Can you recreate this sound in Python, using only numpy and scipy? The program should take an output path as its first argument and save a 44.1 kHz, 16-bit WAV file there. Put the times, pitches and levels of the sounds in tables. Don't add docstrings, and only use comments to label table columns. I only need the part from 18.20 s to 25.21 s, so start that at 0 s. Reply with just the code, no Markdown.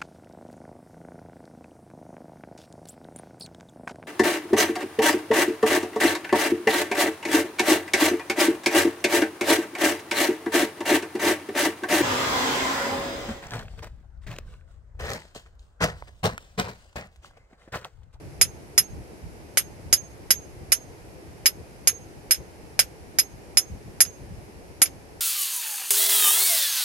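import sys
import numpy as np
from scipy import signal
from scipy.fft import rfft, irfft
from scipy.io import wavfile
from scipy.ndimage import uniform_filter1d, minimum_filter1d

SR = 44100
rng = np.random.default_rng(int(sys.argv[2]) if len(sys.argv) > 2 else 0)


def digitize_waveform(pressure):
    field = np.atleast_2d(pressure).T
    bounded = np.clip(field, -1, 1)
    quanta = np.round(bounded * 32767).astype(np.int16)
    wavfile.write(sys.argv[1], SR, quanta)


N = 309040
BLOW_T = np.arange(SR // 4) / SR

# (time [s], force [dB], squareness of the hit [dB], length of the bite [s], seat pitch [Hz],
#  seat boost [dB], knock of the rock before its trim [dB])
HAMMER_BLOWS = [(0.2128, 1, -1, 0.0059, 8800, 2.5, -37), (0.5779, 1.5, 2, 0.0064, 6700, 1, -35),
                (1.3723, 1.16, -2.5, 0.007, 5770, -15, -37.5), (1.7268, 0.9, 9, 0.0067, 6700, 4.5, -30.5),
                (2.1055, 1, 7.5, 0.0041, 8300, -4.5, -38), (2.5198, 0, 4, 0.0072, 12500, 4.5, -38),
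                (3.2578, -0.5, -11.5, 0.0071, 2860, 8, -40.5), (3.6732, 0.5, 8.5, 0.004, 8750, 1, -40),
                (4.1089, -1.5, -3, 0.008, 9900, 5.5, -41), (4.5916, 0.1, -14, 0.0051, 6700, -2.5, -40.5),
                (4.9864, -1.1, 0, 0.0072, 12400, 2, -42.5), (5.3714, -1.5, 4, 0.0062, 5360, 4.5, -37.5),
                (5.8045, 1, 7, 0.0051, 10220, 3.5, -34.5), (6.6176, -0.5, -8.5, 0.006, 9600, 8.5, -30)]
# (time [s], level before the ring and stone trims [dB])
HAMMER_REBOUNDS = [(4.144, -21), (4.620, -26.5), (5.851, -25.5), (6.657, -19.5)]
# (nominal frequency [Hz], level [dB], t60 [s], left over right [dB],
#  lead of the left port [rad], share of energy woken by the first kick [0-1])
CHISEL_MODES = [(1553, -36, 0.0086, 1, -1.65, 0.77), (1957, -32.5, 0.065, -6, 1.8, 1),
                (2300, -27, 0.015, -6.5, -0.8, 0.7), (2730, -39.5, 0.075, -3, 2.2, 0.4),
                (2945, -37, 0.041, -4, -0.1, 0.5), (3410, -47, 0.069, -1.5, 2.7, 0.12),
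                (4866, -24, 0.052, -6.5, 1.2, 0.5), (5070, -19, 0.058, -5.5, -1, 0.25),
                (5394, -20.5, 0.062, -5.5, 3, 0.7), (5704, -28.5, 0.099, -5, 2.1, 0.36),
                (6570, -26.0, 0.025, -0.5, -1.7, 0.3), (6720, -21.5, 0.068, -4.5, -2, 0.5),
                (8270, -25.5, 0.021, 6, -1.95, 0.9), (8720, -30.5, 0.078, 0, -2, 0.1),
                (9140, -43, 0.057, 0.5, -2.7, 0), (9680, -24.5, 0.046, -5, 4.5, 0.12),
                (9580, -34, 0.057, -9, 0.3, 0.12), (10700, -19, 0.057, -4.5, -0.1, 0),
                (11630, -27, 0.034, -3, 3.3, 0.77), (11490, -22.5, 0.073, -0.5, 1, 0.1),
                (11630, -33.5, 0.085, -1, 0.9, 0.24), (12510, -26.5, 0.069, -3.5, 3.5, 0.18)]
# (frequency [Hz], mode level per dB of squareness [dB/dB])
SQUARE_HIT_TILT = [(2500, -0.18), (5200, 0.0), (6700, -0.05), (9000, -0.12), (10700, 0.3), (12000, -0.07)]
# (frequency [Hz], relative density [dB per Hz])
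CRACK_SPECTRUM = [(200, -17), (600, 3), (1100, -10), (1400, 1), (2300, -1.5), (3500, -1.5), (6000, -1.5),
                  (7500, -5), (9000, -8), (12000, -5), (14000, -11.5), (15500, -34.5)]
# (frequency [Hz], relative density [dB per Hz])
GRIT_SPECTRUM = [(150, -29), (1000, -12), (1350, -2.5), (2400, 1), (3400, -0.5), (4300, -4), (6500, 2.5),
                 (7500, -8), (9200, -5.5), (11800, 0), (13200, -10), (14400, -19), (15500, -33.5)]
# (frequency [Hz], relative density [dB per Hz])
KNOCK_SPECTRUM = [(80, -12.5), (250, -5), (500, -5.5), (720, -3.5), (1050, -12), (2000, -25), (5000, -55.5)]
# (frequency [Hz], relative level [dB], t60 [s])
HEAD_MODES = [(6448, -0.5, 0.3), (10720, -17.5, 0.13), (11400, -8.5, 0.099)]
# (frequency [Hz], relative density [dB per Hz])
SEA_SPECTRUM = [(240, -1.55), (340, 2), (450, -0.64), (620, -6), (850, -7.5), (1150, -15.5), (1600, -15),
                (2400, -15.5), (3500, -25.5), (5200, -20.5), (7600, -26.5), (11000, -23.5), (13000, -31.5),
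                (14400, -39.5)]
# (frequency [Hz], correlation [-1 to 1])
PORT_LIKENESS = [(60, 0.144), (300, 0.46), (640, 0.45), (1400, -0.37), (3000, 0.036), (15000, 0)]
# (frequency [Hz], relative density [dB per Hz])
WIND_SPECTRUM = [(15, -23), (35, -8.5), (65, 0), (110, -3), (180, -8), (300, -22), (700, -46), (2000, -87)]
# (time of the peak [s], length [s], level over the breeze [dB])
GUSTS = [(0.07, 0.067, 9), (0.224, 0.21, 6), (0.739, 0.12, 9.5), (1.054, 0.07, 7), (1.65, 0.21, 6),
         (2.46, 0.072, 9.5), (5.537, 0.08, 7.5), (5.677, 0.073, 10), (6.1, 0.22, 7.5)]

SEAT_OCTAVES = 0.163
HEAD_DB = -30
REBOUND_HZ, REBOUND_TILT_DB = 5500, -15
SEA_DB = -47.5
BREEZE_DB, BREEZE_DB_PER_S = -46.5, -0.3


def hammering(stone_per_square=-0.1467, rebound_ring_db=2.0, rebound_stone_db=4.5, rebound_bite_s=0.0018):
    out = np.zeros((2, N))
    for s, force_db, square_db, bite_s, seat_hz, seat_db, knock_db in HAMMER_BLOWS:
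        ring = chisel(woken(square_db, seat_hz, seat_db), bite_s)
        crush = from_db(stone_per_square * square_db) * stone()
        blow = ring + crush + knock(knock_db) + hammer_head(HEAD_DB + square_db)
        add(out, s, from_db(force_db) * blow)

    mode_hz = np.array(CHISEL_MODES)[:, 0]
    soft_db = REBOUND_TILT_DB * np.maximum(np.log2(mode_hz / REBOUND_HZ), 0)
    for s, db in HAMMER_REBOUNDS:
        ring = from_db(rebound_ring_db) * chisel(soft_db, rebound_bite_s)
        crush = from_db(rebound_stone_db) * stone()
        add(out, s, from_db(db) * (ring + crush))
    return out


def chisel(woken_db, chatter_s, contact_s=0.0006, detune=0.003, scatter_db=3.5):
    bite = BLOW_T / chatter_s
    chatter = port_noise(same=0.8) * bite * np.exp(-bite ** 2 / 2)
    push = 1 - np.exp(-BLOW_T / contact_s)
    out = np.zeros_like(chatter)
    for (hz, db, t60, side_db, left_lead, kicked), wake_db in zip(CHISEL_MODES, woken_db):
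        grip = 1 + detune * rng.standard_normal()
        phase = rng.uniform(0, 2 * np.pi) + np.array([[left_lead], [0]])
        mode = np.sin(2 * np.pi * hz * grip * BLOW_T + phase) * fade(t60)
        driven = signal.fftconvolve(chatter, mode, axes=1)[:, :len(BLOW_T)]
        kick_ring = np.sqrt(kicked) * unit_burst(push * mode)
        chatter_ring = np.sqrt(1 - kicked) * unit_burst(driven)
        chance_db = scatter_db * (2 * rng.random() - 1)
        level = from_db(db + wake_db + chance_db)
        out += level * pan(side_db) * unit_burst(kick_ring + chatter_ring)
    radiation = signal.butter(4, 1200, "high", fs=SR, output="sos")
    return signal.sosfilt(radiation, out)


def woken(square_db, seat_hz, seat_db):
    hz = np.array(CHISEL_MODES)[:, 0]
    seat_band = np.exp(-(np.log2(hz / seat_hz) / SEAT_OCTAVES) ** 2 / 2)
    return square_db * read(SQUARE_HIT_TILT, hz) + seat_db * seat_band


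def stone(crack_db=-27.5, crack_t60=0.014, grit_db=-24, grit_t60=0.09, grit_rise_s=0.0056):
    crack = colour(port_noise(same=0.68) * fade(crack_t60), CRACK_SPECTRUM)
    crush = grains(size_db=3.5) * fade(grit_t60) * (1 - np.exp(-BLOW_T / grit_rise_s))
    grit = colour(port_noise(same=0.24) * crush, GRIT_SPECTRUM)
    crack_out = from_db(crack_db) * pan(db=-3.0) * unit_burst(crack)
    return crack_out + from_db(grit_db) * pan(db=1.0) * unit_burst(grit)


def grains(size_db, size=30):
    return from_db(size_db * unit_rms(uniform_filter1d(rng.standard_normal(len(BLOW_T)), size)))


def knock(db, t60=0.021, trim_db=-2.5):
    burst = colour(port_noise(same=0.71) * fade(t60), KNOCK_SPECTRUM)
    return from_db(db + trim_db) * unit_burst(burst)


def hammer_head(db, echo=0.79, beat_hz=15):
    lift = beat_hz * BLOW_T - 0.89 * rng.random((2, 1))
    out = np.zeros((2, len(BLOW_T)))
    for hz, mode_db, t60 in HEAD_MODES:
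        beat = lift * hz / HEAD_MODES[0][0]
        direct = np.sin(2 * np.pi * hz * BLOW_T)
        reflected = echo * np.sin(2 * np.pi * (hz * BLOW_T + beat))
        out += from_db(mode_db) * (direct + reflected) * fade(t60)
    return from_db(db) * pan(db=-10.0) * out


def shore(x, db=-41, t60=0.33):
    tail = port_noise(same=0) * fade(t60) * (1 - fade(.1))
    tail /= np.linalg.norm(tail, axis=1, keepdims=True)
    return x + from_db(db) * signal.fftconvolve(x, tail, axes=1)[:, :N]


def sea(swell_db=1.16, low_hz=230, lap_hz=800, hiss_db=-0.56):
    low_cut = signal.butter(2, low_hz, "high", fs=SR, output="sos")
    wash = unit_rms(signal.sosfilt(low_cut, steady_noise(SEA_SPECTRUM)))
    lapping = signal.sosfiltfilt(signal.butter(2, lap_hz, fs=SR, output="sos"), wash)
    hiss = wash - lapping
    swell = from_db(swell_db * wander(slow_hz=2, fast_hz=20))
    return from_db(SEA_DB) * pan(db=-0.6) * (from_db(hiss_db) * hiss + swell * lapping)


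def wind(buffet_db=2.5):
    t = np.arange(N) / SR
    gusts_db = sum(db * np.exp(-(2 * (t - s) / length) ** 2) for s, length, db in GUSTS)
    breeze_db = BREEZE_DB + BREEZE_DB_PER_S * t
    level_db = breeze_db + gusts_db + buffet_db * wander(slow_hz=3, fast_hz=13)
    return from_db(level_db) * pan(db=1.5) * unit_rms(steady_noise(WIND_SPECTRUM))


def wander(slow_hz, fast_hz, count=24):
    t = np.arange(0, N + 256, 256) / SR
    rates = np.geomspace(slow_hz, fast_hz, count)[:, None]
    motion = np.sum(np.sin(2 * np.pi * (rates * t + rng.random((count, 1)))), 0)
    return unit_rms(follow(np.transpose([t, motion])))


def steady_noise(spectrum):
    hz = np.fft.rfftfreq(N, 1 / SR)
    a, b = rfft(rng.standard_normal((2, N)))
    return irfft(part_alike(a, b, read(PORT_LIKENESS, hz)) * from_db(read(spectrum, hz)), N)


def port_noise(same):
    a, b = rng.standard_normal((2, len(BLOW_T)))
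    return part_alike(a, b, same)


def part_alike(a, b, same):
    return np.array([a, same * a + np.sqrt(1 - same ** 2) * b])


def colour(x, spectrum, size=2048):
    log_gain = np.log(from_db(read(spectrum, abs(np.fft.fftfreq(size, 1 / SR)))))
    taps = np.fft.ifft(np.exp(np.conj(signal.hilbert(log_gain)))).real
    return signal.fftconvolve(x, taps[None, :size // 2], axes=1)[:, :x.shape[1]]


def read(points, hz):
    f, value = np.transpose(points)
    return np.interp(np.log(hz + 1), np.log(f + 1), value)


def follow(curve):
    return np.interp(np.arange(N) / SR, *np.transpose(curve))


def fade(t60):
    return np.exp(-np.log(1000) * BLOW_T / t60)


def pan(db):
    return from_db(np.array([[db], [-db]]) / 2) / np.sqrt(np.cosh(db * np.log(10) / 10))


def add(mix, s, sound):
    part = mix[:, round(s * SR):][:, :sound.shape[1]]
    part += sound[:, :part.shape[1]]


def from_db(db):
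    return 10 ** (np.asarray(db) / 20)


def unit_rms(x):
    return x / np.sqrt(np.mean(x ** 2) + 1e-20)


def unit_burst(x):
    return x / np.sqrt(np.sum(x ** 2, -1, keepdims=True) / (.02 * SR) + 1e-20)


def scene():
    return shore(hammering()) + sea() + wind()


def record(dry, ceiling=.94):
    headroom = np.minimum(ceiling / (abs(dry).max(0) + 1e-9), 1)
    gain = uniform_filter1d(minimum_filter1d(headroom, size=45), size=45)
    taps = signal.firwin(255, 14700, window=("kaiser", 8), fs=SR)
    return signal.oaconvolve(dry * gain, taps[None], "same", axes=1)


dry = scene()
out = record(dry)
digitize_waveform(out)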